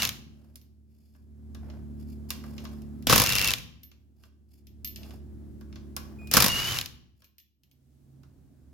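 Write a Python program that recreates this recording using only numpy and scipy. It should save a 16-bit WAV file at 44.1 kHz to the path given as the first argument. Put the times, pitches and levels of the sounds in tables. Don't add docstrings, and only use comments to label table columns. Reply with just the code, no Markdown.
import sys
import numpy as np
from scipy import signal
from scipy.fft import rfft, irfft, next_fast_len
from scipy.io import wavfile
from scipy.ndimage import map_coordinates

SR = 44100
rng = np.random.default_rng(int(sys.argv[2]) if len(sys.argv) > 2 else 0)


def wav_record(signal):
    frames = np.transpose(np.atleast_2d(signal))
    bounded = np.clip(frames, -1, 1)
    quanta = np.round(bounded * 32767).astype(np.int16)
    wavfile.write(sys.argv[1], SR, quanta)


N = 384993

# pitch_hz, width_hz, level_db
WHEEL = [(493, 45, -3), (630, 90, -8), (766, 62, -6), (1023, 130, -0.5), (1156, 160, 0), (1610, 210, -4)]
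STEEL = [(1850, 340, -6.5), (2330, 290, -0.5), (2860, 470, -0.5), (3390, 200, -0.5), (3605, 220, -2),
         (4286, 670, -4), (5250, 450, -1.5), (6000, 700, -6), (6940, 560, -10.5)]
# pitch_hz, level_db (per Hz)
CRACK = [(1500, -27.5), (5000, 1), (8000, -7), (10000, -3.5), (13000, 1), (16000, -10.5)]
RUMBLE = [(20, -28), (35, -10), (55, 1), (100, -0.5), (170, -5), (260, -2.5), (380, -14), (550, -28.5),
          (1500, -58.5)]
AIR = [(150, -21), (400, -3.5), (600, 3.5), (1000, -8), (1600, -10.5), (3000, -25.5), (8000, -41)]
HISS = [(500, -10), (2000, -1.5), (5500, -0.5), (8500, -1.5), (12000, -2), (16000, -2.5)]
# break_s, release_s (of the trigger),
# blow_db (the hardest), wind_up_db (how much softer the blow before is), last_gap_s (before the break),
# crack_db (relative to the blow), gears_db, coast_s, whine_hz, climb_hz (of the whine),
# free_db (whine once free), end_db (whine at release), off_centre (socket wobble, 0 to 1)
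PULLS = [(-.4, .01, -5, 3, .03, -12, -30.5, .035, 2790, 19, -32, -33, .7),
         (3.1253, 3.48, -4.2, 1.1, .0284, -15, -30.5, .02, 2732, 35, -27, -23.5, 0.34),
         (6.369, 6.715, -4.5, 3.8, .031, -8.5, -32, .06, 2863, 260, -28.5, -36, .7)]
SPIN_UP_S = .058
FREE_S = .135


def amp(db):
    return 10 ** (np.asarray(db) / 20)


def unit(x):
    return x / np.sqrt(np.mean(np.abs(x) ** 2) + 1e-20)


def along(points, hz):
    point_hz, values = np.transpose(points)
    return np.interp(np.log(hz + 1), np.log(point_hz + 1), values)


def since(s):
    return np.maximum(np.arange(N) / SR - s, 0)


def ramp(s, length):
    return np.minimum(since(s) / length, 1)


def wobble(rate):
    points = rng.standard_normal(int(N * rate / SR) + 4)
    return map_coordinates(points, [np.arange(N) * rate / SR])


def angle(hz):
    return 2 * np.pi * np.cumsum(hz) / SR


def noise(alike):
    share = np.clip(alike, 0, 1)
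    common = rng.standard_normal(N)
    separate = rng.standard_normal((2, N))
    return np.sqrt(share) * common + np.sqrt(1 - share) * separate


def filtered(x, response):
    size = 2 * next_fast_len((N + SR // 2) // 2)
    spectrum = rfft(x, size) * response(np.fft.rfftfreq(size, 1 / SR))
    return irfft(spectrum, size)[..., :N]


def coloured(x, spectrum):
    def response(hz):
        cepstrum = irfft(np.log(amp(along(spectrum, hz))))
        half = len(cepstrum) // 2
        cepstrum[1:half] *= 2
        cepstrum[half + 1:] = 0
        return unit(np.exp(rfft(cepstrum)))
    return filtered(x, response)


def resonating(x, modes):
    def response(hz):
        total = 0
        for k, (centre, width, db) in enumerate(modes):
            damping = 1j * hz * width
            resonance = damping / (centre * centre - hz * hz + damping)
            total = total + (-1) ** k * amp(db) * resonance
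        return unit(total)
    return filtered(x, response)


def bursts(times, dbs, t60, ring_db, ring_t60, alike, pans=0):
    t = np.arange(SR // 3) / SR
    snap = amp(-60 * t / .006) ** 2
    shape = snap + amp(-60 * t / t60) ** 2 + amp(ring_db - 60 * t / ring_t60) ** 2
    power = np.zeros((2, N + SR))
    for s, db, pan in np.broadcast(times, dbs, pans):
        start = max(round(s * SR), 0)
        sides_db = [[db + pan / 2], [db - pan / 2]]
        power[:, start:start + len(t)] += amp(sides_db) ** 2 * shape
    return np.sqrt(power[:, :N]) * noise(alike)


def ringing(x, db, t60):
    t = np.arange(SR // 4) / SR
    modes = rng.standard_normal(len(t)) * amp(-60 * t / t60)
    return x + amp(db) * signal.fftconvolve(x, modes[None] / np.linalg.norm(modes), axes=1)[:, :N]


def swells():
    # start_s, sink_s (starts sinking), throb_gain_db, drone_gain_db
    swell_rows = [(-1.5, 0, 7, 15), (1.0963, 3, 14.5, 19.5), (4.5, 6.3, 13.5, 17.5)]
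    rise_s, fall_s, growth_db_per_s = .52, .8, 3.5
    throb_db, drone_db = np.zeros((2, N))
    for start, sink, throb_gain_db, drone_gain_db in swell_rows:
        shape = ramp(start, rise_s) - ramp(sink, fall_s)
        held = np.minimum(since(start + rise_s), sink - start - rise_s)
        throb_db += shape * throb_gain_db
        drone_db += shape * (drone_gain_db + growth_db_per_s * held)
    return throb_db, drone_db


def machine():
    # time_s, turns_per_s
    shaft_speed = [(0, 36.8), (1, 36.68), (3, 36.65), (4.6, 36), (6.2, 35.9), (7.5, 35.4)]
    # multiple (of the shaft speed), level_db
    fast_hum = [(1, -24.5), (2, -1.5), (3, -14.5), (4, -8.5), (5, -23.5), (6, -0.5), (7, -9), (8, -21.5),
                (9, -17), (10, -16), (11, -31), (12, -29)]
    slow_hum = [(1, -26), (2, -3), (3, -15), (4, -12), (5, -19), (6, -4.5), (7, -16.5), (8, -19.5),
                (9, -12), (10, -13.5), (11, -22.5), (12, -29.5)]
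    throb_db, drone_db = swells()
    times, turns = np.transpose(shaft_speed)
    speed = np.interp(np.arange(N) / SR, times, turns)
    shaft = angle(speed * (1 + 0.0033 * wobble(6)))
    slowed = np.clip((turns[2] - speed) / (turns[2] - turns[4]), 0, 1)
    low, high = np.zeros((2, N)), np.zeros((2, N))
    for order, ((_, fast_db), (_, slow_db)) in enumerate(zip(fast_hum, slow_hum), 1):
        phases = rng.uniform(0, 2 * np.pi) + np.array([[.45], [-.45]]) * (-1) ** order
        line_db = fast_db + slowed * (slow_db - fast_db) + wobble(5)
        line = amp(line_db) * np.sin(order * shaft + phases)
        if order < 4:
            low += line
        else:
            high += line
    hum = amp(-58.5 + throb_db) * unit(low) + amp(-67.5 + drone_db) * unit(high)
    rumble = amp(-65.5 + .88 * (throb_db + drone_db) / 2) * coloured(noise(0.5), RUMBLE)
    air = amp(-87.5 + 0.94 * drone_db + .8 * wobble(9)) * coloured(noise(.55), AIR)
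    hiss = amp(-85.5 + .6 * drone_db) * coloured(noise(.15), HISS)
    return (hum + rumble) * amp([[-.8], [.8]]) + air + hiss


def fan():
    # pitch_hz, level_db
    tones = [(71, -3), (134, 0), (269, -18.5), (375, -24.5)]
    t = np.arange(N) / SR
    hum = np.zeros(N)
    for hz, db in tones:
        hum += amp(db + 2 * wobble(6)) * np.sin(2 * np.pi * hz * t + .5 * wobble(8))
    hum = amp(-57.5) * unit(hum)
    rumble = amp(-58) * coloured(noise(.55), RUMBLE)
    air = amp(-76.5) * coloured(noise(.55), AIR)
    return (hum + rumble) * amp([[-1.6], [1.6]]) + air


def workshop():
    handover_s, fade_out_s, fade_in_s, floor_db = 7.55, .6, 0.61, -16.5
    late = ramp(handover_s, .1)
    fading = amp(floor_db * ramp(handover_s - fade_out_s, fade_out_s))
    rising = amp(floor_db * (1 - ramp(handover_s, fade_in_s)))
    hiss = amp(-77.3) * ramp(handover_s, .4) * coloured(noise(.15), HISS)
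    return (1 - late) * fading * machine() + late * rising * fan() + hiss


def sliding():
    # start_s, length_s, grit_db (bright), rub_db (dull)
    slide_rows = [(0.31, .28, -79, -72), (.86, .42, -76, -85), (1.528, 0.32, -77.5, -58),
                  (1.969, .08, -68, -79.5), (2.056, .12, -63.5, -89), (2.286, .03, -52, -57.5),
                  (2.357, 0.5, -64.5, -59), (4.158, .14, -73, -75), (4.48, .15, -70.5, -84),
                  (4.955, 0.25, -62, -57), (5.98, .33, -76, -59.5), (7.15, .14, -74, -82)]
    t = np.arange(N) / SR
    s, length, grit_db, rub_db = np.transpose(slide_rows)[:, :, None]
    strokes = np.sin(np.pi * np.clip((t - s) / length, 0, 1))
    catches = unit(amp(4 * wobble(150)))
    grit = (amp(grit_db) * strokes).sum(0) * catches * noise(.4)
    rub = (amp(rub_db) * strokes).sum(0) * catches * noise(.5)
    return amp(-6) * resonating(grit, STEEL) + amp(0.5) * coloured(grit, CRACK) + coloured(rub, AIR)


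def handling():
    # time_s, level_db, then relative to it wheel_db
    # (ring) and crack_db
    clink_rows = [(0.5571, -47.5, -21, -1.5), (1.1494, -64, -3, -20), (1.5475, -41, -13.5, -16),
                  (1.6995, -43, -20, -32), (2.3047, -23, -20, -10), (2.4389, -44, -5.5, -19),
                  (2.58, -31.5, -23, -31), (2.6514, -31.5, -15.5, -27.5), (2.8194, -52, -25, -10),
                  (3.0245, -46, -25, -15), (3.915, -44.5, -23.5, -23.5), (4.2364, -47.5, -14.5, -21),
                  (5.032, -39.5, -39, -22.5), (5.1069, -42, -16, -25), (5.6106, -48.5, -9.5, -16),
                  (5.7264, -44, -18, -33.5), (5.7574, -38, -18.5, -30.5), (5.9654, -28, -12, -8.5),
                  (6.2726, -43, -18.5, -10.5), (7.2205, -51, -15.5, -20), (8.2332, -54, -9, -19)]
    s, db, wheel_db, crack_db = np.transpose(clink_rows)
    steel = bursts(s, db - 9.5, t60=0.032, ring_db=-10.5, ring_t60=.12, alike=0.19)
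    wheel = bursts(s, db + wheel_db + 1.5, t60=.03, ring_db=-2.5, ring_t60=0.096, alike=0.2)
    crack = bursts(s, db + crack_db + 8.5, t60=.018, ring_db=-11, ring_t60=.1, alike=0.11)
    metal = resonating(steel, STEEL) + resonating(wheel, WHEEL)
    return ringing(metal, db=-4.5, t60=0.31) + coloured(crack, CRACK)


def free_bolts():
    # time_s, level_db, ping_db
    clink_rows = [(.6145, -53, -62.5), (3.8332, -42.5, -47.5), (4.6694, -46, -61), (4.8465, -26, -32),
                  (4.8738, -35, -38), (4.9597, -32, -48), (7.2434, -47, -60), (7.3826, -45, -54),
                  (7.3994, -50, -62.5), (7.6344, -53.5, -68.5), (7.7129, -54, -68)]
    # pitch_hz, level_db, t60_s (time to fall 60 dB)
    bolt_modes = [(3628, -20, .13), (4355, -22, 0.13), (12940, -19, .3), (13400, -2, .2), (13300, -4, 0.17),
                  (13750, -12, .12)]
    s, db, ping_db = np.transpose(clink_rows)
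    steel = bursts(s, db - 9.5, t60=.032, ring_db=-10.5, ring_t60=.12, alike=0.21)
    thin = signal.butter(2, 2100, "high", fs=SR, output="sos")
    steel = signal.sosfilt(thin, resonating(steel, STEEL))
    crack = bursts(s, db - 9.5, t60=0.02, ring_db=-11, ring_t60=.1, alike=.1)
    pings, t = np.zeros((2, N + SR)), np.arange(SR // 2) / SR
    for start, level in zip(s, ping_db):
        first = round(start * SR)
        for hz, mode_db, t60 in bolt_modes:
            strength = amp(level + mode_db + 2 * rng.standard_normal((2, 1)) - 60 * t / t60)
            tone = np.sin(2 * np.pi * hz * t + 2 * rng.random((2, 1)))
            pings[:, first:first + len(t)] += strength * tone
    return ringing(steel, db=-4.5, t60=0.25) + coloured(crack, CRACK) + pings[:, :N]


def knocks():
    # start_s, length_s, level_db
    rattle_rows = [(.0209, .045, -14), (3.2619, .29, -13)]
    # time_s, level_db
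    run_down = [(.0737, -23), (.0912, -17.5), (3.584, -31), (6.744, -24), (6.787, -16.5), (6.8124, -19.5),
                (6.8593, -25.5)]
    turn_s, back_s, back_db = .0305, .0095, -2.5
    rows = list(run_down)
    for start, length, db in rattle_rows:
        rows += [(s, db) for s in np.arange(start, start + length, turn_s)]
        rows += [(s + back_s, db + back_db) for s in np.arange(start, start + length - turn_s, turn_s)]
    return rows


def rattle():
    # pitch_hz, width_hz, level_db
    tyre = [(62, 14, -2.5), (112, 30, -4), (158, 25, -7), (245, 20, -8)]
    s, db = np.transpose(knocks())
    db = db + .8 * rng.standard_normal(len(s))
    steel = bursts(s, db - 7.0, t60=0.016, ring_db=-16.5, ring_t60=0.11, alike=.65, pans=1.2)
    wheel = bursts(s, db - 25.5, t60=.02, ring_db=-6, ring_t60=.08, alike=.7)
    crack = bursts(s, db - 6, t60=0.01, ring_db=-19, ring_t60=.06, alike=.05, pans=1.5)
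    boom = bursts(s, db - 32.5, t60=.2, ring_db=-5, ring_t60=1.1, alike=.5)
    metal = resonating(steel, STEEL) + resonating(wheel, WHEEL)
    return metal + coloured(crack, CRACK) + resonating(boom, tyre)


def whine():
    # ratio (to the whine pitch), level_db
    whine_parts = [(.5, -22), (0.771, -16.5), (1, 1), (1.6, -18)]
    rise_db_per_s, fall_db_per_s = 700, 900
    brake_hz_per_s = 5500
    t = np.arange(N) / SR
    hz, db, sway = np.zeros((3, N))
    for s, release, *_, coast, free_hz, climb_hz, free_db, end_db, off_centre in PULLS:
        free, now = s + FREE_S, t > s - SPIN_UP_S
        run, off = ramp(free, release - free), since(release)
        edges_db = rise_db_per_s * np.maximum(free - t, 0) + fall_db_per_s * since(release + coast)
        pitch = free_hz + climb_hz * run ** 3 - brake_hz_per_s * np.minimum(off, 2 * coast)
        hz[now] = pitch[now]
        db[now] = (free_db + (end_db - free_db) * run - edges_db)[now]
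        sway[now] = off_centre
    checked = np.max([np.exp(-((t - s - .002) / .005) ** 2) for s, _ in knocks()], axis=0)
    drag = sway * np.sin(angle(hz / 88))
    phase = angle(hz * (1 + .025 * drag - .05 * checked + .005 * wobble(120)))
    throb_db = 1 - 16 * checked - 4 * drag + 1.2 * np.array([wobble(60), wobble(60)])
    drift = .45 * np.array([wobble(12), wobble(12)])
    tones = sum(amp(level) * np.sin(ratio * phase + drift) for ratio, level in whine_parts)
    return amp(db + throb_db) * tones


def motor():
    # pitch_hz, level_db (per Hz)
    gear_noise = [(25, -6.5), (60, 7), (115, 13.5), (250, -1.5), (500, -4), (800, -3), (1100, 0.5),
                  (2200, 1.5), (3500, 0), (5200, 0.5), (7000, -2.5), (8200, -14), (11500, -5),
                  (16000, -13.5)]
    # multiple (of its switching rate), level_db
    stall_orders = [(1, 2.5), (2, -22), (3, -20.5), (4, -20.5), (6, -27.5)]
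    spin_up_db, load_db, brake_db_per_s = -6, 9, 230
    level = np.zeros(N)
    for s, release, _, _, _, _, db, coast, *_ in PULLS:
        loading_db = spin_up_db + (load_db - spin_up_db) * ramp(s - SPIN_UP_S, .04)
        loading_db -= load_db * ramp(s, FREE_S)
        braking_db = brake_db_per_s * since(release + coast)
        level += ramp(s - SPIN_UP_S, .005) * amp(db + loading_db - braking_db)
    gears = level * unit(amp(2 * wobble(400))) * coloured(noise(.45), gear_noise)
    stall_s, stall_length_s, stall_hz = 6.185, .13, 2470
    switching = angle(np.full(N, stall_hz))
    stalled = ramp(stall_s, .005) - ramp(stall_s + stall_length_s, .005)
    tones = sum(amp(db) * np.sin(k * switching) for k, db in stall_orders)
    return gears + amp(-57.5) * stalled * np.sqrt(2) * tones


def blows():
    first_blow_s = .0555
    tight_wheel_db, wheel_step_db = -9, 6.5
    rebound_s, rebound_db, rebound_wheel_db, rebound_crack_db = .0083, -7.5, -8.5, -10
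    slip_s, loose_gap_s, loose_count = .034, .0197, 5
    loose_db, loose_step_db, loose_wheel_db, loose_crack_db = -4.3, .5, -14.5, -7.5
    rows = []
    for s, _, db, wind_up_db, last_gap_s, crack_db, *_ in PULLS:
        for k, before in enumerate([0, last_gap_s, first_blow_s]):
            at, level = s - before, db - wind_up_db * k ** 2
            rows.append((at, level, tight_wheel_db - k * wheel_step_db, crack_db))
            if k < 2:
                rows.append((at + rebound_s, level + rebound_db, rebound_wheel_db, rebound_crack_db))
        for k in range(loose_count):
            at, level = s + slip_s + k * loose_gap_s, db + loose_db - loose_step_db * k ** 2
            rows.append((at, level, loose_wheel_db, loose_crack_db))
    return [row for row in rows if row[0] > 0]


def hammer():
    # pitch_hz, level_db (per Hz)
    thump_colour = [(20, -28.5), (45, -5), (110, -3), (230, -0.5), (350, -12), (700, -11.5), (2000, -49.5)]
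    s, db, wheel_db, crack_db = np.transpose(blows())
    pan = .4 + 2.0 * rng.standard_normal(len(s))
    steel = bursts(s, db - 10, t60=0.023, ring_db=-15, ring_t60=.1, alike=.9, pans=pan)
    wheel = bursts(s, db + wheel_db + 1.5, t60=0.022, ring_db=-15, ring_t60=0.081, alike=.7, pans=pan)
    crack = bursts(s, db + crack_db + 3.5, t60=0.035, ring_db=-11, ring_t60=.08, alike=.05, pans=pan + 3)
    thump = bursts(s, db - 15.5, t60=0.074, ring_db=-9.5, ring_t60=0.23, alike=.4, pans=pan - 2.5)
    metal = resonating(steel, STEEL) + resonating(wheel, WHEEL)
    return ringing(metal, db=-6, t60=.13) + coloured(crack, CRACK) + coloured(thump, thump_colour)


def reverberation(x):
    # pitch_hz, t60_s (time to fall 60 dB)
    room_decay = [(80, 1.2), (300, .8), (1000, .6), (2450, .52), (2850, .6), (3300, .52), (6000, .48),
                  (9000, 0.36), (16000, 0.37)]
    hz, t, z = signal.stft(rng.standard_normal((2, SR)), SR, nperseg=256)
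    decay = amp(-60 * t / along(room_decay, hz)[:, None])
    tail = signal.istft(z * decay, SR, nperseg=256)[1]
    tail *= 1 - np.exp(-np.arange(tail.shape[1]) / SR / .008)
    return signal.fftconvolve(x, tail / np.linalg.norm(tail[0]), axes=1)[:, :N]


def scene():
    background = workshop()
    small = handling() + free_bolts() + sliding()
    singing = whine()
    wrench = hammer() + rattle() + motor()
    room = reverberation(amp(-14.5) * wrench + amp(-19) * singing + amp(-12.5) * small)
    return wrench + singing + small + room + background


def record(dry):
    top_hz = 16080
    rounded = dry / (1 + np.abs(dry) ** 6) ** (1 / 6)
    return filtered(rounded, lambda hz: hz < top_hz)


dry = scene()
out = record(dry)
wav_record(out)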